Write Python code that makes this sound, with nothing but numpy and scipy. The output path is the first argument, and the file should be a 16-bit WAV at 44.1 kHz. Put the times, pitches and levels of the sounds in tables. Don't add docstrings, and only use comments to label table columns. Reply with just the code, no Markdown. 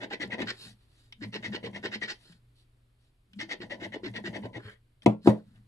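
import sys
import numpy as np
from scipy import signal
from scipy.fft import rfft, irfft
from scipy.io import wavfile
from scipy.ndimage import uniform_filter1d

SR = 44100
rng = np.random.default_rng(int(sys.argv[2]) if len(sys.argv) > 2 else 0)


def transcribe(u):
    v = np.clip(np.atleast_2d(u).T, -1, 1)
    q = np.round(v * 32767).astype(np.int16)
    wavfile.write(sys.argv[1], SR, q)


def voltage_ratio(decibels):
    exponent = np.asarray(decibels, float) / 20
    return 10 ** exponent


N = 250047
T = np.arange(N) / SR
F = np.fft.rfftfreq(N, 1 / SR)
STROKE_SAMPLES, LEAD_S = 9000, 0.08

# full_speed_s, rise_s, scrape_db, shake_minus_scrape_db
STROKES = [(0.038, 0.031, -39.5, 8), (0.133, 0.028, -38, 2.5), (0.223, 0.023, -35.5, 1),
           (0.337, 0.032, -39, 8.5), (0.42, 0.035, -36, 11.5), (0.503, 0.034, -33.5, -7.5),
           (1.234, 0.024, -46, 1.5), (1.351, 0.024, -38.5, 1.5), (1.454, 0.026, -37.5, 0.5),
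           (1.554, 0.03, -37.5, 2), (1.66, 0.029, -41.5, 8), (1.769, 0.035, -43, 4.5),
           (1.854, 0.025, -36.5, 3.5), (1.949, 0.032, -36.5, -1.5), (2.031, 0.019, -36, 1.3),
           (2.101, 0.023, -36.5, -12), (3.412, 0.022, -39, -3.5), (3.524, 0.031, -36.5, -1),
           (3.619, 0.017, -44, 7.5), (3.722, 0.023, -40, 8), (3.853, 0.049, -42, 4),
           (3.943, 0.022, -44, 12), (4.066, 0.03, -41, 3), (4.17, 0.031, -40, 7),
           (4.265, 0.024, -39.5, 6.5), (4.365, 0.033, -41, 11), (4.453, 0.03, -50.5, 19.5),
           (4.568, 0.034, -46, 11)]
# pitch_hz, width_hz, level_db
COIN_MODES = [(862, 39, -5.5), (1632, 90, -3.5), (1900, 170, -13), (1985, 51, 7), (2700, 340, 7),
              (3060, 37, -4), (3450, 48, -3), (4520, 120, -6), (4800, 90, -37), (5295, 150, -13),
              (5550, 120, -36), (6060, 34, -33)]


def unit(x):
    return x / np.sqrt(np.mean(x ** 2))


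def colour(x, points):
    hz, db = np.transpose(points)
    gain = unit(voltage_ratio(np.interp(np.log(F + 1), np.log(hz), db)))
    cepstrum = irfft(np.log(gain), N)
    cepstrum[1:N // 2] *= 2
    cepstrum[N // 2:] = 0
    return irfft(rfft(x) * np.exp(rfft(cepstrum)), N)


def grains(scatter_db, rate):
    slips = (rng.random(N) < rate / SR) * rng.standard_normal(N)
    return unit(slips * voltage_ratio(scatter_db * np.minimum(rng.exponential(size=N), 4)))


def walk(rate):
    hold = int(SR / rate)
    levels = np.repeat(rng.standard_normal(N // hold + 1), hold)
    slewed = uniform_filter1d(uniform_filter1d(levels, hold), hold)
    return unit(slewed[:N])


def swells(s, reach_s, db, shape, onset=1):
    total = 0
    for peak_s, reach, level_db in np.broadcast(s, reach_s, db):
        distance = np.abs((T - peak_s) / (reach * np.where(T < peak_s, onset, 1)))
        total = total + voltage_ratio(level_db - 12.9 * distance ** shape)
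    return total


def ring(hz, t60, length=0.5):
    t = np.arange(int(length * SR)) / SR
    return np.sin(2 * np.pi * hz * t) * np.exp(-np.log(1000) * t / t60)


def add(out, s, sound):
    i = int(s * SR)
    out[i:i + len(sound)] += sound[:len(out) - i]


def room_tone():
    # pitch_hz, density_db (per Hz)
    room_curve = [(12, -29.5), (20, 1), (71, -2), (118, -11), (143, -5.5), (173, -23), (252, -14.5), (580, -27),
                  (739, -30), (4370, -34.5), (6040, -44.5), (8350, -39.5), (12500, -40), (16200, -72.5),
           (22000, -120)]
    mid, side = (colour(noise, room_curve) for noise in rng.standard_normal((2, N)))
    apart = np.clip(F / 700, 0.1, 1) * np.clip(3000 / (F + 1), 0.3, 1)
    side = irfft(rfft(side) * apart, N)
    swell = voltage_ratio(walk(rate=3))
    flutter = voltage_ratio(2.5 * walk(rate=9))
    hum_hz = 117.2 + 1.5 * walk(rate=1.9)
    hum = flutter * np.sin(2 * np.pi * np.cumsum(hum_hz) / SR)
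    return voltage_ratio(-78 + 11) * swell * (mid + side * np.array([[1], [-1]])) + voltage_ratio(-65) * hum


def stroke_gain(extra_db, lag_s, stretch, start_db, rise_shape, fall_shape):
    s, rise, db = np.transpose(STROKES)[:3, :, None]
    contact_s, shortest_fall_s = 0.048, 0.011
    fall = np.maximum(contact_s - rise, shortest_fall_s)
    t = T[:STROKE_SAMPLES] - LEAD_S - lag_s
    before = np.maximum(-t, 0) / (stretch * rise)
    bite = np.clip((1 - before) * stretch * rise / 0.0034, 0, 1)
    after = (np.maximum(t, 0) / (stretch * fall)) ** fall_shape
    return bite * voltage_ratio(db + extra_db + start_db * before ** rise_shape - 17.9 * after)


def coin(grip):
    ring_time = np.log(1000) / np.pi
    modes = 0
    for (hz, width, db), (louder, sharper) in zip(COIN_MODES, grip):
        mode = ring(hz * (1 + 0.02 * sharper), ring_time / width, 0.06)
        modes = modes + voltage_ratio(db + 3 * louder) * np.sqrt(width) * mode
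    return modes / np.sqrt(np.sum(modes ** 2))


def scratching():
    # pitch_hz, density_db (per Hz)
    scrape_curve = [(500, -48), (900, -16), (1300, -15), (2000, 3), (2400, -7), (4000, -10.5),
                    (5000, -20.5), (7000, -88.5)]
    # pitch_hz, density_db (per Hz)
    grit_curve = [(2500, -23), (4500, 13.5), (5600, 7), (7000, -4), (8200, -10.5), (11000, -23.5),
                  (13000, -30.5)]
    # pitch_hz, density_db (per Hz)
    shake_curve = [(80, -42.5), (200, -2), (350, 3.5), (520, 0), (750, -9.5), (1000, -6), (1300, -48.5)]
    slips, coarse = grains(scatter_db=1, rate=5000), grains(scatter_db=2.5, rate=700)
    slips = slips * voltage_ratio(0.99 * walk(rate=150))
    grips = rng.standard_normal((len(STROKES), len(COIN_MODES), 2))
    full_speed_s, shake_db = np.array(STROKES)[:, :1], np.array(STROKES)[:, 3:]
    grit_db = -7 - 0.5 * shake_db + 0.62 * full_speed_s
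    speed = stroke_gain(extra_db=0.5, lag_s=0, stretch=1.156, start_db=-13.5,
                        rise_shape=2.06, fall_shape=2.0)
    fast = stroke_gain(extra_db=grit_db, lag_s=0, stretch=1.41, start_db=-26,
                       rise_shape=0.87, fall_shape=1.07)
    press = stroke_gain(extra_db=shake_db, lag_s=0.013, stretch=1.785, start_db=-17.5,
                        rise_shape=1.72, fall_shape=0.82)
    rattle, scrape, grit, push = np.zeros((4, N + STROKE_SAMPLES))
    for k, row in enumerate(STROKES):
        s = row[0]
        i = k * STROKE_SAMPLES % (N - STROKE_SAMPLES)
        piece = slice(i, i + STROKE_SAMPLES)
        rubbed = slips[piece] * speed[k]
        add(rattle, s, signal.fftconvolve(rubbed, coin(grips[k]))[:STROKE_SAMPLES])
        add(scrape, s, rubbed)
        add(grit, s, slips[piece] * fast[k])
        add(push, s, coarse[piece] * press[k])
    lead = slice(int(LEAD_S * SR), int(LEAD_S * SR) + N)
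    rim = voltage_ratio(-6.5) * rattle[lead] + voltage_ratio(-2.5) * colour(scrape[lead], scrape_curve)
    return rim + voltage_ratio(-2.5) * colour(grit[lead], grit_curve) + voltage_ratio(-5) * colour(push[lead], shake_curve)


def leaning():
    # peak_s, level_db
    leans = [(0.01, -42), (0.25, -37.5), (0.432, -37.5), (0.67, -47), (1.252, -36), (1.39, -41.5),
             (1.5, -36.5), (1.666, -35.5), (1.77, -41.5), (1.864, -40), (2.02, -42), (2.33, -63.5),
             (3.374, -41.5), (3.48, -50), (3.63, -42.5), (3.73, -47), (3.864, -36), (4.08, -37),
             (4.19, -39.5), (4.29, -34.5), (4.39, -39), (4.464, -42.5), (4.578, -48), (4.67, -54),
             (5.48, -52.5), (5.54, -53), (5.59, -58)]
    # pitch_hz, density_db (per Hz)
    rock_curve = [(30, -20.5), (80, -17), (118, 4.5), (140, -17), (210, 5), (260, -12), (400, -50)]
    lean_s, lean_db = np.transpose(leans)
    weight = swells(lean_s, 0.067, lean_db, shape=1.5, onset=0.81)
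    weight += swells([5.047, 5.25], 0.01, [-42, -30], shape=2.3)
    return voltage_ratio(-3.0) * colour(grains(scatter_db=3.0, rate=1300) * weight, rock_curve)


def jolts():
    # start_s, peak_db, pitch_hz
    catches = [(0.11, -30, 800), (0.2, -27.5, 301), (0.334, -24.5, 217), (0.39, -20.5, 383),
               (0.426, -24.5, 219), (1.219, -28.5, 291), (1.35, -29.5, 425), (1.495, -26.5, 194),
               (1.543, -39, 490), (1.641, -24, 467), (1.85, -24, 369), (1.956, -28.5, 210),
               (2.021, -27.5, 404), (2.298, -38.5, 169), (3.388, -36.5, 289), (3.427, -30, 328),
               (3.54, -31, 387), (3.603, -30.5, 357), (3.721, -27, 569), (3.819, -27, 353.4),
               (3.951, -37, 360), (4.033, -25.5, 362), (4.063, -26, 288), (4.162, -41, 207),
               (4.24, -27.5, 353), (4.361, -27.5, 307), (4.44, -27.5, 118), (4.559, -28.5, 118)]
    out = np.zeros(N)
    for s, db, hz in catches:
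        t60 = 0.14 * (hz / 300) ** -0.55
        add(out, s, voltage_ratio(db - 6.5) * ring(hz, t60, 0.2))
    return out


def sliding():
    # peak_s, reach_s, hiss_db, rub_minus_hiss_db
    slides = [(0.535, 0.037, -63, 0.5), (0.646, 0.078, -51.5, -7), (1.0, 0.11, -69.5, -7),
              (2.13, 0.04, -65.5, -2), (2.269, 0.099, -63.5, -3), (2.596, 0.047, -70.5, -14),
              (3.043, 0.062, -77.5, -6), (4.6, 0.012, -74, 21), (4.68, 0.07, -65, 1.5),
              (5.035, .013, -62.5, 0.5), (5.258, 0.037, -63, -5.5), (5.285, 0.029, -48.5, 9),
              (5.341, 0.073, -69.5, 5.5), (5.5, .07, -83, 7.5), (5.571, .03, -80, 9),
              (0.82, 0.043, -76.5, -2.5)]
    # pitch_hz, density_db (per Hz)
    hiss_curve = [(1500, -32.5), (2500, -9), (4400, -3.5), (6200, -17), (8000, -15), (11500, -14.5),
                  (13000, -40.5)]
    # pitch_hz, density_db (per Hz)
    rub_curve = [(300, 13.5), (600, 6.5), (1200, 4.5), (2000, 7.5), (2800, -43.5)]
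    skin = grains(scatter_db=4.0, rate=24000)
    s, reach, db, rub_db = np.transpose(slides)
    hiss = colour(skin * swells(s, reach, db, shape=2.7), hiss_curve)
    return hiss + colour(skin * swells(s, reach, db + rub_db, shape=2.7), rub_curve)


def ticks():
    # start_s, peak_db, pitch_hz
    touches = [
        (1.1244, -37.5, 3300),
        (2.325, -53.5, 1930),
        (3.3334, -48, 2150),
        (5.0208, -50.5, 1584),
        (5.5586, -61, 1900),
    ]
    # pitch_hz, density_db (per Hz)
    crush_curve = [(300, -31.5), (700, -19), (2000, -3), (3300, 6), (4300, -6.5), (5300, -4.5), (6800, -28),
                   (12000, -22.5)]
    rings, crushed = np.zeros((2, N))
    t = T[:1500]
    for s, db, hz in touches:
        burst = rng.standard_normal(1500) * np.minimum(t / 0.001, 1) * np.exp(-t / 0.003)
        add(crushed, s - 0.001, voltage_ratio(db + 2.0) * burst)
        add(rings, s, voltage_ratio(db - 23.0) * signal.fftconvolve(burst, ring(hz, 0.008, 0.02)))
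    return rings + colour(crushed, crush_curve)


def dragging():
    # pitch_hz, density_db (per Hz)
    drag_curve = [(250, -30), (420, 15.5), (700, -10.5), (1550, 5), (2100, 6), (2600, -6.5), (3300, 4),
                  (4500, -40)]
    pressure = voltage_ratio(-51.0 - 13 * ((T - 4.68) / 0.066) ** 2)
    drag = colour(grains(scatter_db=1.0, rate=3100) * pressure, drag_curve)
    add(drag, 4.652, voltage_ratio(-34.5) * ring(105.6, 0.13))
    return drag


def knocks():
    # start_s, blow_db, dent_hz, thud_db, crack_db
    blows = [
        (5.064, -1, 317, -22.5, -27.5),
        (5.261, -22.5, 298.5, -36.5, -61.5),
        (5.2755, 0, 312.6, -20, -34.5),
    ]
    # pitch_hz, level_db, t60_s
    table_modes = [(118, 3, 0.17), (211.3, 5.5, 0.24), (298, -7.5, 0.24), (403, -25, 0.32),
                   (490, -28, 0.63), (545, -12, 0.21), (664, -21.5, 0.17), (894, -33.5, 0.22),
                   (915, -44, 0.19), (1090, -47, 0.17), (1120, -39, 0.18), (1378, -32.5, 0.42)]
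    # pitch_hz, level_db, t60_s
    spot_modes = [(703, -10, 0.039), (954, -12.5, 0.049), (1175, -30, 0.044), (804, -15, 0.034),
                  (172, -22.5, 0.27)]
    # pitch_hz, density_db (per Hz)
    thud_curve = [(90, -31.5), (160, -10), (420, 9), (700, 1), (1150, -8.5), (1450, -29), (2100, -25),
                  (5000, -38.5)]
    # pitch_hz, density_db (per Hz)
    crack_curve = [(500, -41.5), (1100, -5), (1500, -16.5), (2050, 4.5), (3200, 2.5), (6000, -15.5),
                   (8500, -15.5), (12000, -29)]
    out, thud, crack = np.zeros((3, N))
    modes = sum(voltage_ratio(db) * ring(hz, min(t60, 0.21)) for hz, db, t60 in table_modes)
    spot = sum(voltage_ratio(db) * ring(hz, t60) for hz, db, t60 in spot_modes)
    t = T[:len(modes)]
    for s, db, hz, thud_db, crack_db in blows:
        turns = (T - s) * hz
        swing = np.exp(-(turns / np.where(turns < 0, 0.6, 0.8)) ** 4)
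        out += voltage_ratio(db) * np.cos(2 * np.pi * turns) * swing
        add(out, s + 0.0035, voltage_ratio(db - 15) * modes * np.minimum(t / 0.011, 1))
        add(out, s - 0.002, -voltage_ratio(db) * spot * np.minimum(t / 0.0014, 1))
        after = np.maximum(T - s, 0)
        thud += np.minimum(after / 0.004, 1) * voltage_ratio(thud_db) * np.exp(-after / 0.026)
        snap = np.exp(-after / 0.002) + 0.06 * np.exp(-after / 0.009)
        crack += (T > s - 0.004) * voltage_ratio(crack_db) * snap
    thud += swells(5.264, 0.0069, -34, shape=2)
    thud = colour(thud * rng.standard_normal(N), thud_curve)
    return out + thud + colour(crack * rng.standard_normal(N), crack_curve)


def echo(x, t60, db, low_hz, top_hz):
    t = T[:SR // 3]
    tail = rng.standard_normal((2, len(t))) * np.exp(-np.log(1000) * t / t60)
    tail = tail / np.sqrt(np.sum(tail ** 2, axis=1, keepdims=True))
    band = signal.butter(2, [low_hz, top_hz], "band", fs=SR, output="sos")
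    tail = signal.sosfilt(band, tail)
    return voltage_ratio(db) * signal.fftconvolve(x[None], tail, axes=1)[:, :N]


def ports(x):
    lag = np.minimum(F * 0.00015, 1.2)
    late = irfft(rfft(x) * np.exp(-2j * np.pi * lag), N)
    pose = 2.61 * walk(rate=13)
    near = 0
    for k in range(3):
        facing = x * np.cos(pose + 2 * np.pi * k / 3)
        near = near + echo(facing, t60=0.03, db=-4.5, low_hz=450, top_hz=8000)
    room = echo(x, t60=0.16, db=-8, low_hz=400, top_hz=4200)
    return np.array([voltage_ratio(-1.04) * x, voltage_ratio(-2.3) * late]) + near + room


def scene():
    near = scratching() + leaning() + jolts() + sliding() + ticks() + dragging() + knocks()
    near = signal.sosfilt(signal.butter(2, 70, "high", fs=SR, output="sos"), near)
    near = signal.sosfilt(signal.butter(4, 11600, fs=SR, output="sos"), near)
    return ports(near) + room_tone()


def band_limit(x):
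    return signal.sosfilt(signal.butter(12, 13070, fs=SR, output="sos"), x)


def record(dry):
    ceiling, top_hz = 0.92, 12150
    rounded = dry / (1 + np.abs(dry / ceiling) ** 6) ** (1 / 6)
    top = signal.ellip(8, 0.2, 60, top_hz, fs=SR, output="sos")
    return band_limit(signal.sosfilt(top, rounded))


dry = scene()
out = record(dry)
transcribe(out)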